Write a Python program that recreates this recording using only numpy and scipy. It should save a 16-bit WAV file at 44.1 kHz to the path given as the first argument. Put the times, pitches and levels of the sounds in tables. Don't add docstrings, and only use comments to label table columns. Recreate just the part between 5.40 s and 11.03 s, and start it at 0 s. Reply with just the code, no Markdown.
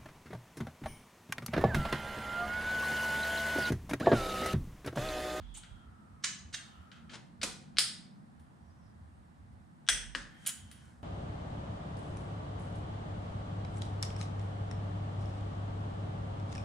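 import sys
import numpy as np
from scipy import signal
from scipy.fft import rfft, irfft, next_fast_len
from scipy.io import wavfile
from scipy.ndimage import uniform_filter1d

SR = 44100
rng = np.random.default_rng(int(sys.argv[2]) if len(sys.argv) > 2 else 0)


def field_ratio(decibels):
    return 10 ** (np.asarray(decibels, dtype=float) / 20)


def materialize(psi):
    bounded = np.clip(np.atleast_2d(psi).T, -1, 1)
    quanta = np.round(bounded * 32767).astype(np.int16)
    wavfile.write(sys.argv[1], SR, quanta)


N = 248283


def evened(x):
    return x / np.sqrt(np.mean(x ** 2) + 1e-20)


def read(points, hz):
    f, value = np.transpose(points)
    return np.interp(np.log(hz + 1), np.log(f + 1), value)


def add(mix, s, sound):
    part = mix[:, round(s * SR):][:, :sound.shape[1]]
    part += sound[:, :part.shape[1]]


def sides(pan_db):
    return field_ratio(np.array([[pan_db / 2], [-pan_db / 2]]))


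def causal(points, size=2048):
    level_db = read(points, abs(np.fft.fftfreq(size, 1 / SR)))
    log_gain = np.log(field_ratio(np.maximum(level_db, -100)))
    taps = np.fft.ifft(np.exp(np.conj(signal.hilbert(log_gain)))).real[:size // 2]
    return taps / np.linalg.norm(taps)


def pair(gain, same, size):
    a, b, c, d = rng.standard_normal((gain.shape[1], gain.shape[0], 4)).T
    same = np.clip(same, -1, 1)[:, None]
    left = a + 1j * b
    right = same * left + np.sqrt(1 - same ** 2) * (c + 1j * d)
    z = np.array([left, right]) * gain
    return signal.istft(z, nperseg=size, noverlap=size * 3 // 4)[1]


def air():
    # (frequency [Hz], density [dB per Hz])
    hiss = [(180, -22), (300, 1), (343, -6.5), (555, -3), (725, 2.5), (1810, -8), (2360, -16.5),
            (4090, -22), (6520, -28.5), (8790, -25.5), (13000, -37.5), (16000, -43)]
    # (frequency [Hz], likeness [-1 to 1])
    likeness = [(60, 0.93), (130, 0.49), (290, 0.78), (640, -0.52), (1410, -0.26), (3100, 0.023),
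                (6820, 0.39), (15000, 0.28)]
    # (frequency [Hz], left over right [dB])
    balance = [(60, -5.5), (180, -9), (550, -3.5), (1650, 0), (4970, -3), (15000, -2.5)]
    hz, frames = np.fft.rfftfreq(1024, 1 / SR), N // 256 + 5
    patches = uniform_filter1d(rng.standard_normal((frames, 513)), 30, 0)
    patches = evened(uniform_filter1d(patches, 20, 1)).T
    gain = field_ratio(read(hiss, hz)[:, None] + 0.54 * patches)
    x = pair(gain, read(likeness, hz), size=1024)
    size = x.shape[1]
    lean = field_ratio(read(balance, np.fft.rfftfreq(size, 1 / SR)) / 2)
    leaning = irfft(rfft(x) * [lean, 1 / lean], size)[:, :N]
    return field_ratio(-64.5) * evened(leaning)


def swells(rows, rest_db, rise, fall):
    t = np.arange(N) / SR
    gain = field_ratio(rest_db)
    for s, hold, db in rows:
        before, after = np.maximum(s - t, 0), np.maximum(t - s - hold, 0)
        gain = gain + field_ratio(db - rise * before - fall * after)
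    return gain


def low_band(shape, gain, same, pan_db):
    hz, frames = np.fft.rfftfreq(4096, 1 / SR), np.ones(N // 1024 + 5)
    spectrum = shape(hz)[:, None] * frames
    band = evened(pair(spectrum, same + 0 * hz, size=4096)[:, :N])
    return band * gain * sides(pan_db)


def body_shakes():
    # (start [s], hold [s], level [dB])
    bumps = [
        (0, 0.14, -48),
        (.32, .02, -57),
        (2.08, 0.022, -59),
        (4.53, .31, -51),
    ]
    gain = swells(bumps, rest_db=-76, rise=610, fall=260)
    return low_band(lambda hz: 1 / (1 + ((hz - 45) / 6.4) ** 4), gain, same=.3, pan_db=-12)


def engine_hum():
    # (time [s], level [dB])
    throbs = [(0, -46), (.17, -56), (.33, -51), (.48, -51.5), (.73, -54.5), (1.06, -48.5), (1.39, -54.5),
              (1.65, -55.5), (2.01, -56.5), (3.0, -59.5), (3.25, -54.5), (4.17, -52), (4.67, -56.5),
              (5.251, -49.5), (5.45, -58.5), (5.6, -54)]
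    # (start [s], hold [s], level [dB])
    drones = [
        (2.22, 0.21, -66.5),
        (3.4, 0.26, -59.5),
        (3.65, 0.19, -54.5),
        (4.0, 0.13, -53.5),
    ]
    rows = [(s, 0, db) for s, db in throbs] + drones
    gain = swells(rows, rest_db=-74.5, rise=210, fall=180)
    return low_band(lambda hz: 1 / (1 + ((hz - 82) / 20.0) ** 4), gain, same=.9, pan_db=-1.5)


def traffic():
    # (frequency [Hz], level [dB])
    lumps = [(95, -34), (112, -13.5), (121, 1), (132, -2.5), (165, -2), (200, -2), (240, -2.5), (270, -15),
             (310, -12.5), (450, -33)]
    # (start [s], hold [s], level [dB])
    passes = [(.9, 0.026, -62.5), (1.63, 0.2, -60.5), (2.08, 0.021, -61.5), (2.28, 0.53, -61),
              (4.5, 0.059, -63), (4.82, 0.024, -62.5)]
    gain = swells(passes, rest_db=-58.5, rise=210, fall=64)
    return low_band(lambda hz: field_ratio(read(lumps, hz)) * (hz < 600) * (hz > 60), gain, same=.55, pan_db=-1.5)


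def whistles():
    # (start [s], end [s], pitch [Hz], width [Hz], level
    # [dB])
    near_songs = [(0, .5, 3420, 190, -66.5), (.2, 1.2, 1420, 95, -66), (1.15, 1.8, 1320, 140, -62.5),
                  (0, 8.5, 100, 4.3, -67), (1.2, 1.5, 3020, 310, -69), (.143, .19, 6400, 370, -55.5),
                  (4.901, 5.55, 3176, 180, -67.5), (4.9, 5.1, 1800, 260, -64)]
    # (start [s], end [s], pitch [Hz], width [Hz], level [dB])
    far_songs = [(.58, .96, 8560, 25, -92), (3.21, 3.56, 5690, 15, -86), (3.29, 3.37, 4960, 40, -85),
                 (3.41, 3.56, 5320, 60, -83), (3.62, 3.87, 8580, 15, -89)]
    sags = [.12, .18, .02, 0, 0, -9, .05, 0, 0, -.04, 0, .6, 0]
    out = np.zeros((2, N))
    for (start, end, hz, width, level_db), sag in zip(near_songs + far_songs, sags):
        t = np.arange(0, end - start, 1 / SR)
        r = np.exp(-np.pi * width / SR)
        slow = signal.lfilter([1], [1, -r], rng.standard_normal((2, 2, len(t))))
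        turn = 2 * np.pi * hz * (t - sag * t ** 2 / 2)
        tone = slow[0] * np.cos(turn) + slow[1] * np.sin(turn)
        fade = abs(np.sin(np.pi * (t / t[-1]) ** .6)) ** .6
        add(out, start, field_ratio(level_db) * evened(tone) * fade)
    return out


def slide():
    # (time [s], level [dB])
    rub_levels = [
        (4.86, -90),
        (5.094, -54.5),
        (5.246, -70),
        (5.448, -66.5),
        (5.63, -80),
    ]
    # (frequency [Hz], density [dB per Hz])
    rub_colour = [(710, -49.5), (1200, -11.5), (1500, 2), (3070, -18.5), (3880, -15), (9420, -15),
                  (15000, -37)]
    s, level_db = np.transpose(rub_levels)
    t = np.arange(s[0], s[-1], 1 / SR)
    grains = rng.standard_normal((len(t), 2)).T * field_ratio(2.8 * rng.exponential(1, len(t)))
    mixed = grains + 0.36 * grains[::-1]
    rub = signal.fftconvolve(mixed, causal(rub_colour)[None], axes=1)[:, :len(t)]
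    fade_in = np.minimum((t - s[0]) / 0.076, 1)
    out = np.zeros((2, N))
    add(out, s[0], evened(rub) * field_ratio(np.interp(t, s, level_db)) * fade_in)
    return out


def garage():
    # (frequency [Hz], t60 [s])
    decay = [(200, 0.45), (600, 0.54), (1300, 0.51), (3500, 0.46), (9000, 0.38), (14000, 0.25)]
    # (frequency [Hz], likeness [-1 to 1])
    likeness = [(60, 0.11), (120, 0.89), (240, 1), (480, 0.29), (950, 0.22), (1890, 0.64), (3770, 0.41),
                (7520, 0.37), (15000, 0.99)]
    # (delay [s], level [dB])
    echoes = [(.0013, -15), (.0042, -10), (.0078, -12), (0.012, -12.5), (0.015, -15.5), (.019, -23.5)]
    hz, t = np.fft.rfftfreq(256, 1 / SR), np.arange(450) * 64 / SR
    gain = field_ratio(-60 * t / read(decay, hz)[:, None])
    tail = pair(gain, read(likeness, hz), size=256)
    tail = tail * (1 - np.exp(-np.arange(tail.shape[1]) / SR / 0.0018))
    near = np.zeros((2, 1024))
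    at, echo_db = np.transpose(echoes)
    for side in near:
        side[np.round(at * SR).astype(int) + rng.integers(0, 3, len(at))] += field_ratio(echo_db)
    return near, tail / np.linalg.norm(tail[0])


def steel_ring(rings, ring_db):
    blur = .005
    beat_hz, beat_depth = 29.7, 0.91
    longest_t60, carry_t60 = .4, .08
    t = np.arange(SR // 3) / SR
    modes = []
    for hz, db, t60 in rings:
        drift = np.cumsum(rng.standard_normal(len(t))) * np.sqrt(2 * np.pi * blur * hz / SR)
        beat = beat_hz * (.5 + rng.random())
        decay = field_ratio(db - 60 * t / min(t60, longest_t60))
        pulse = 1 + beat_depth * np.cos(2 * np.pi * beat * t)
        modes.append(decay * np.sin(2 * np.pi * hz * t + drift) * pulse)
    steel = np.sum(modes, axis=0)
    lasting = np.minimum(np.array(rings)[:, 2] / carry_t60, 1) @ np.array(modes)
    scale = field_ratio(ring_db) / np.linalg.norm(steel)
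    return scale * steel, scale * lasting


def rattle(force):
    grit = field_ratio(1 * rng.exponential(1, 4096))
    impacts = force * rng.standard_normal(4096) * grit
    power = uniform_filter1d(abs(rfft(impacts)) ** 2, 48)[::32]
    hz = np.fft.rfftfreq(4096, 1 / SR)[::32]
    flatten = np.column_stack([hz, -10 * np.log10(power + 1e-9)])
    return signal.fftconvolve(impacts, causal(flatten))


def contacts(rows, colour, rings, ring_db, dull_hz, pan_db):
    out, u = np.zeros((2, N)), np.arange(4096) / SR
    near, tail = garage()
    steel, lasting = steel_ring(rings, ring_db)
    tick = causal(colour)
    shadow = signal.butter(2, [910, min(dull_hz, SR / 2.2)], "band", fs=SR)
    for s, peak_db, rise, fall, room_db in rows:
        growth = np.sqrt(u / max(rise, 1 / SR))
        force = np.where(u < rise, growth, np.exp(-(u - rise) / max(fall, 1 / SR)))
        impacts = rattle(force)
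        ring = np.roll(np.append(steel, np.zeros(4096)), np.argmax(force))
        crack = signal.fftconvolve(impacts / np.linalg.norm(impacts), tick)
        crack = np.append(crack, np.zeros(len(ring) - len(crack)))

        direct = signal.lfilter(*shadow, crack) + ring
        energy = np.sum(force ** 2)
        level = field_ratio(peak_db) * np.sqrt(energy / 9 + 4) / np.linalg.norm(direct)
        both = np.array([direct, (direct + np.roll(direct, 1)) / 2])
        add(out, s + .0006, level * both * sides(pan_db))

        room = level * field_ratio(room_db)
        early = signal.fftconvolve((crack + 1.3 * ring)[None], near, axes=1)
        add(out, s + .0006, room * early)

        filled = np.sqrt(np.interp(np.arange(tail.shape[1]), np.arange(4096), np.cumsum(force ** 2) / energy))
        uneven = .6 * min(1, (rise + fall) / .011) ** 2
        smooth = np.append(tick, np.zeros(len(steel) - len(tick)))
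        voice = smooth * np.sqrt(1 - uneven) + np.sqrt(uneven) * crack[:len(steel)] + 1.4 * lasting
        add(out, s + .0006, room * signal.fftconvolve(voice[None], filled * tail, axes=1))
    return out


def wrench():
    # (time [s], peak level [dB], rattle rise [s], rattle fall [s], garage level [dB])
    seat = [
        (.139, -49, 0.0036, .0053, 4),
        (.166, -39, 0.012, 0.0097, -6.5),
    ]
    slip = [
        (.144, -45, 0.00482, 0.021, 2.2),
    ]
    tap = [(.0028, -68.5, .0009, 0.022, 16.5), (.233, -44, .0009, 0.016, -3),
           (1.5151, -41.5, .0009, 0.0029, 2.5), (1.5553, -63.5, .0024, 0.0055, 16.5),
           (1.693, -43, 0.0034, 0.0076, 3.5), (5.049, -47.5, 0.0028, .005, 7.5)]
    pawl_a = [
        (0.825, -52.5, 0.0054, 0.0057, 0),
        (0.8366, -18, .0084, 0.0019, -1.85),
    ]
    pawl_b = [
        (1.126, -39.5, 0.0045, 0.0067, 0),
        (1.1355, -26, 0.0092, 0.0088, -4),
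    ]
    scrape = [
        (1.712, -47.5, 0.0051, .01, 4),
        (1.73, -37, .017, .0048, -7.5),
        (1.753, -37, 0.0015, .0077, -7),
    ]
    knock = [
        (2.014, -40, 0.004, 0.011, 4.5),
        (2.0296, -19, 0.002, 0.0032, -0.5),
        (2.0337, -21.5, 0.0013, .007, -8),
    ]
    creep_a = [
        (2.0133, -29.5, .002, .009, -2),
        (2.3627, -48.5, 0.00012, .00028, 2),
        (2.3693, -21.5, 0.0002, .0004, -2.5),
    ]
    snap_a = [
        (2.384, -4.5, 0.0004, .0006, -2.5),
        (2.388, -14.5, 0.00064, 0.00065, -8),
        (2.392, -20.5, 0.0007, 0.003, -8),
    ]
    clink = [
        (2.9946, -60.5, 0.0025, 0.0051, 0),
        (5.3126, -40.5, 0.00139, 0.0024, 0),
    ]
    creep_b = [
        (4.4655, -44.5, 0.0003, 0.001, 1),
        (4.4763, -32.5, 0.0003, .001, -9),
    ]
    snap_b = [
        (4.487, -5.5, 0.00026, 0.0016, -1.5),
        (4.4935, -21, 0.00044, .0012, -5),
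    ]
    reset = [
        (4.749, -14.5, 0.0006, 0.00079, -4.5),
        (4.7557, -22, 0.000051, 0.0022, -15),
    ]
    lift = [
        (5.0615, -25.5, 0.0014, 0.004, -4),
        (5.066, -23, 0.0018, 0.0084, -2.5),
        (5.079, -26.5, 0.0028, .006, -12),
        (5.089, -25, 0.003, 0.01, -15),
    ]
    flick = [
        (5.074, -23, 0.000087, 0.00031, -27),
    ]
    # (frequency [Hz], density [dB per Hz])
    ratchet_colours = [
        [(500, -33), (819, -3), (1900, -15), (3490, -14), (5710, -17), (8450, 2), (16000, -46)],
        [(290, -37), (500, 2.5), (1060, -21), (1280, 9.5), (2360, 1.5), (3290, 6), (5020, -8.5), (7000, -10.5),
         (16000, -43.5)],
        [(300, -27), (893, -34), (994, -9.5), (1790, -4), (2930, -6.5), (6150, -4), (10100, -17), (16000, -82)],
        [(300, -33), (1060, -20), (1200, -5), (1790, 2.5), (2360, -6.5), (3750, -1.5), (8630, -10), (9320, -15),
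         (16000, -55)],
        [(180, -27), (300, 3), (1340, -2.5), (4020, -6.5), (5250, -10), (9710, -18.5), (11500, -49),
         (16000, -58.5)],
    ]
    blow_colours = [
        [(88, -43.5), (150, 10.5), (800, -4.5), (1980, -4.5), (4000, -1.5), (9080, -6), (11500, -16),
         (14500, -25.5), (16000, -41)],
        [(150, -44), (250, -22), (955, -23.5), (1300, -9.5), (2600, -9), (3300, -4.5), (5070, -1.5),
         (5700, -11), (9830, -6), (11500, -30), (14200, -22), (16000, -52)],
        [(150, -37.5), (300, -20), (1060, -20), (1550, 0.5), (2440, -7.5), (3350, -4.5), (4600, -11),
         (6040, -1.5), (7000, -14), (8260, 0), (11300, -22.5), (14700, -31), (16000, -47)],
        [(150, -64), (250, 1), (538, -26), (1260, -6), (1750, 1.5), (2160, -11.5), (3000, -9.5), (8260, -19),
         (10400, -26.5), (11500, -48), (16000, -51)],
    ]
    socket_colours = [
        [(240, -55), (400, -18.5), (1600, -8.5), (2670, -5), (3120, 3.5), (3580, -4.5), (5870, -7.5),
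         (6740, -3.5), (9610, 2), (16000, -14.5)],
        [(590, -47), (1000, -25), (1520, -7.5), (2530, -14), (3120, -11), (7020, -21.5), (9720, -10),
         (11600, -22), (14400, -23), (16000, -56)],
        [(880, -39), (1500, -13), (3320, 3), (5250, -12), (6950, -1), (11600, -34), (14000, -18)],
        [(5000, -29), (8000, -23), (11000, 13), (16000, -8)],
    ]
    creep_colours = [
        [(600, -35), (1500, -2), (2600, -2), (4800, -2.5), (6200, -12), (7500, -24.5), (9500, -19),
         (11500, -45)],
        [(600, -31), (1600, -7), (2400, -13), (3320, 0.5), (4600, -19), (6100, -6), (7300, -24), (8500, -12.5),
         (11000, -46)],
    ]
    # (frequency [Hz], level [dB], t60 [s])
    ratchet_rings = [
        [(3320, -16, 2.6), (7300, 9, 0.11), (9000, 1, 0.37)],
        [(4400, -12, .02)],
        [(1740, 1.5, 0.2), (2490, -18, .2), (2690, -2, 0.24), (3005, 3.5, 0.28), (3500, -8, 0.24),
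         (3970, 5, 0.2), (5000, -8, 0.2), (5250, -4, 0.2), (6030, 6.5, 0.3), (6520, 3, 0.37), (7020, 6, 0.25),
         (7540, 3.5, 0.22), (8180, 4, 0.17)],
        [(1821, 6, 0.13), (2810, 5, 0.18), (3400, 3, 0.091), (3670, 10, 0.086), (4180, -5, 0.11),
         (4540, -2, 0.09), (6300, 8, 0.1), (6850, -1, .1), (8160, 6, .08)],
        [(1363, -8, 0.044), (5280, 15, .04)],
    ]
    blow_rings = [
        [(140, -3.5, 0.098), (205.7, -9, .1), (315.7, -8, 0.054), (500, -1.5, 0.03), (790, -2.5, 0.03),
         (1320, -1, .03), (1553, 2, .03), (2550, 8, 0.022)],
        [(3760, 3, .012), (4520, 4, .012), (5140, 3, .06), (4840, 0.5, .08), (5360, -5.5, .25), (8270, -7, .2),
         (8950, -10, .15), (9500, -9.5, 0.089)],
        [(1600, 6, 0.045), (2080, -5.5, .1), (3420, 17, 0.039), (5690, 0, .02), (6140, -12, .2),
         (6320, -9, 0.104), (8200, -10, .1), (8800, -7.5, .15), (9200, -12, .08)],
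        [(1750, 10.5, 0.022), (2950, 13, 0.013), (563, -3, 0.12)],
    ]
    socket_rings = [
        [(3100, -9.5, 0.034), (6970, -2, 0.067), (8060, -11, 0.11), (9570, 1, .015)],
        [(3270, -5, .1), (9840, 5, 0.015)],
        [(6950, 0, 0.046)],
        [(9600, 0, 0.022)],
    ]
    creep_rings = [
        [(4800, 0, .02)],
        [(3320, -2, .02), (6100, 0, .02)],
    ]
    ring_levels = [-33, -12, -6.5, -5.5, -18, -9.5, -9, -6.5, -7, -7, -13, -18, -6, -9.5, -13]
    dull_limits = [12100, 7060, 9000, 10400, 9020, 9700, 5430, 6200, 4030, 14100, 11900, 12000, 17700, 6970,
                   7000]
    places = [-5, 6, -4.5, -4, 4, -3, 2.5, 4.5, 4.5, -1, 4, -2, -37, 2.5, 1.5]
    parts = [seat, tap, pawl_a, pawl_b, scrape, knock, snap_a, snap_b, reset,
             lift, clink, slip, flick, creep_a, creep_b]
    colours = ratchet_colours + blow_colours + socket_colours + creep_colours
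    rings = ratchet_rings + blow_rings + socket_rings + creep_rings
    settings = zip(parts, colours, rings, ring_levels, dull_limits, places)
    return sum(contacts(*part) for part in settings)


def scene():
    rumble = body_shakes() + engine_hum() + traffic()
    return air() + rumble + whistles() + slide() + wrench()


def band_limit(x):
    return signal.sosfilt(signal.butter(12, 16490, fs=SR, output="sos"), x)


def record(dry):
    size = next_fast_len(N + 8192)
    hz = np.fft.rfftfreq(size, 1 / SR)
    response_db = np.interp(hz, [20, 42, 10300, 11200, 15000, 16500], [-22.5, -1.5, 2.5, -5.5, 4.5, -42.5])
    mix = irfft(rfft(dry, size) * field_ratio(response_db), size)[:, :N]
    return band_limit(mix)


dry = scene()
out = record(dry)
materialize(out)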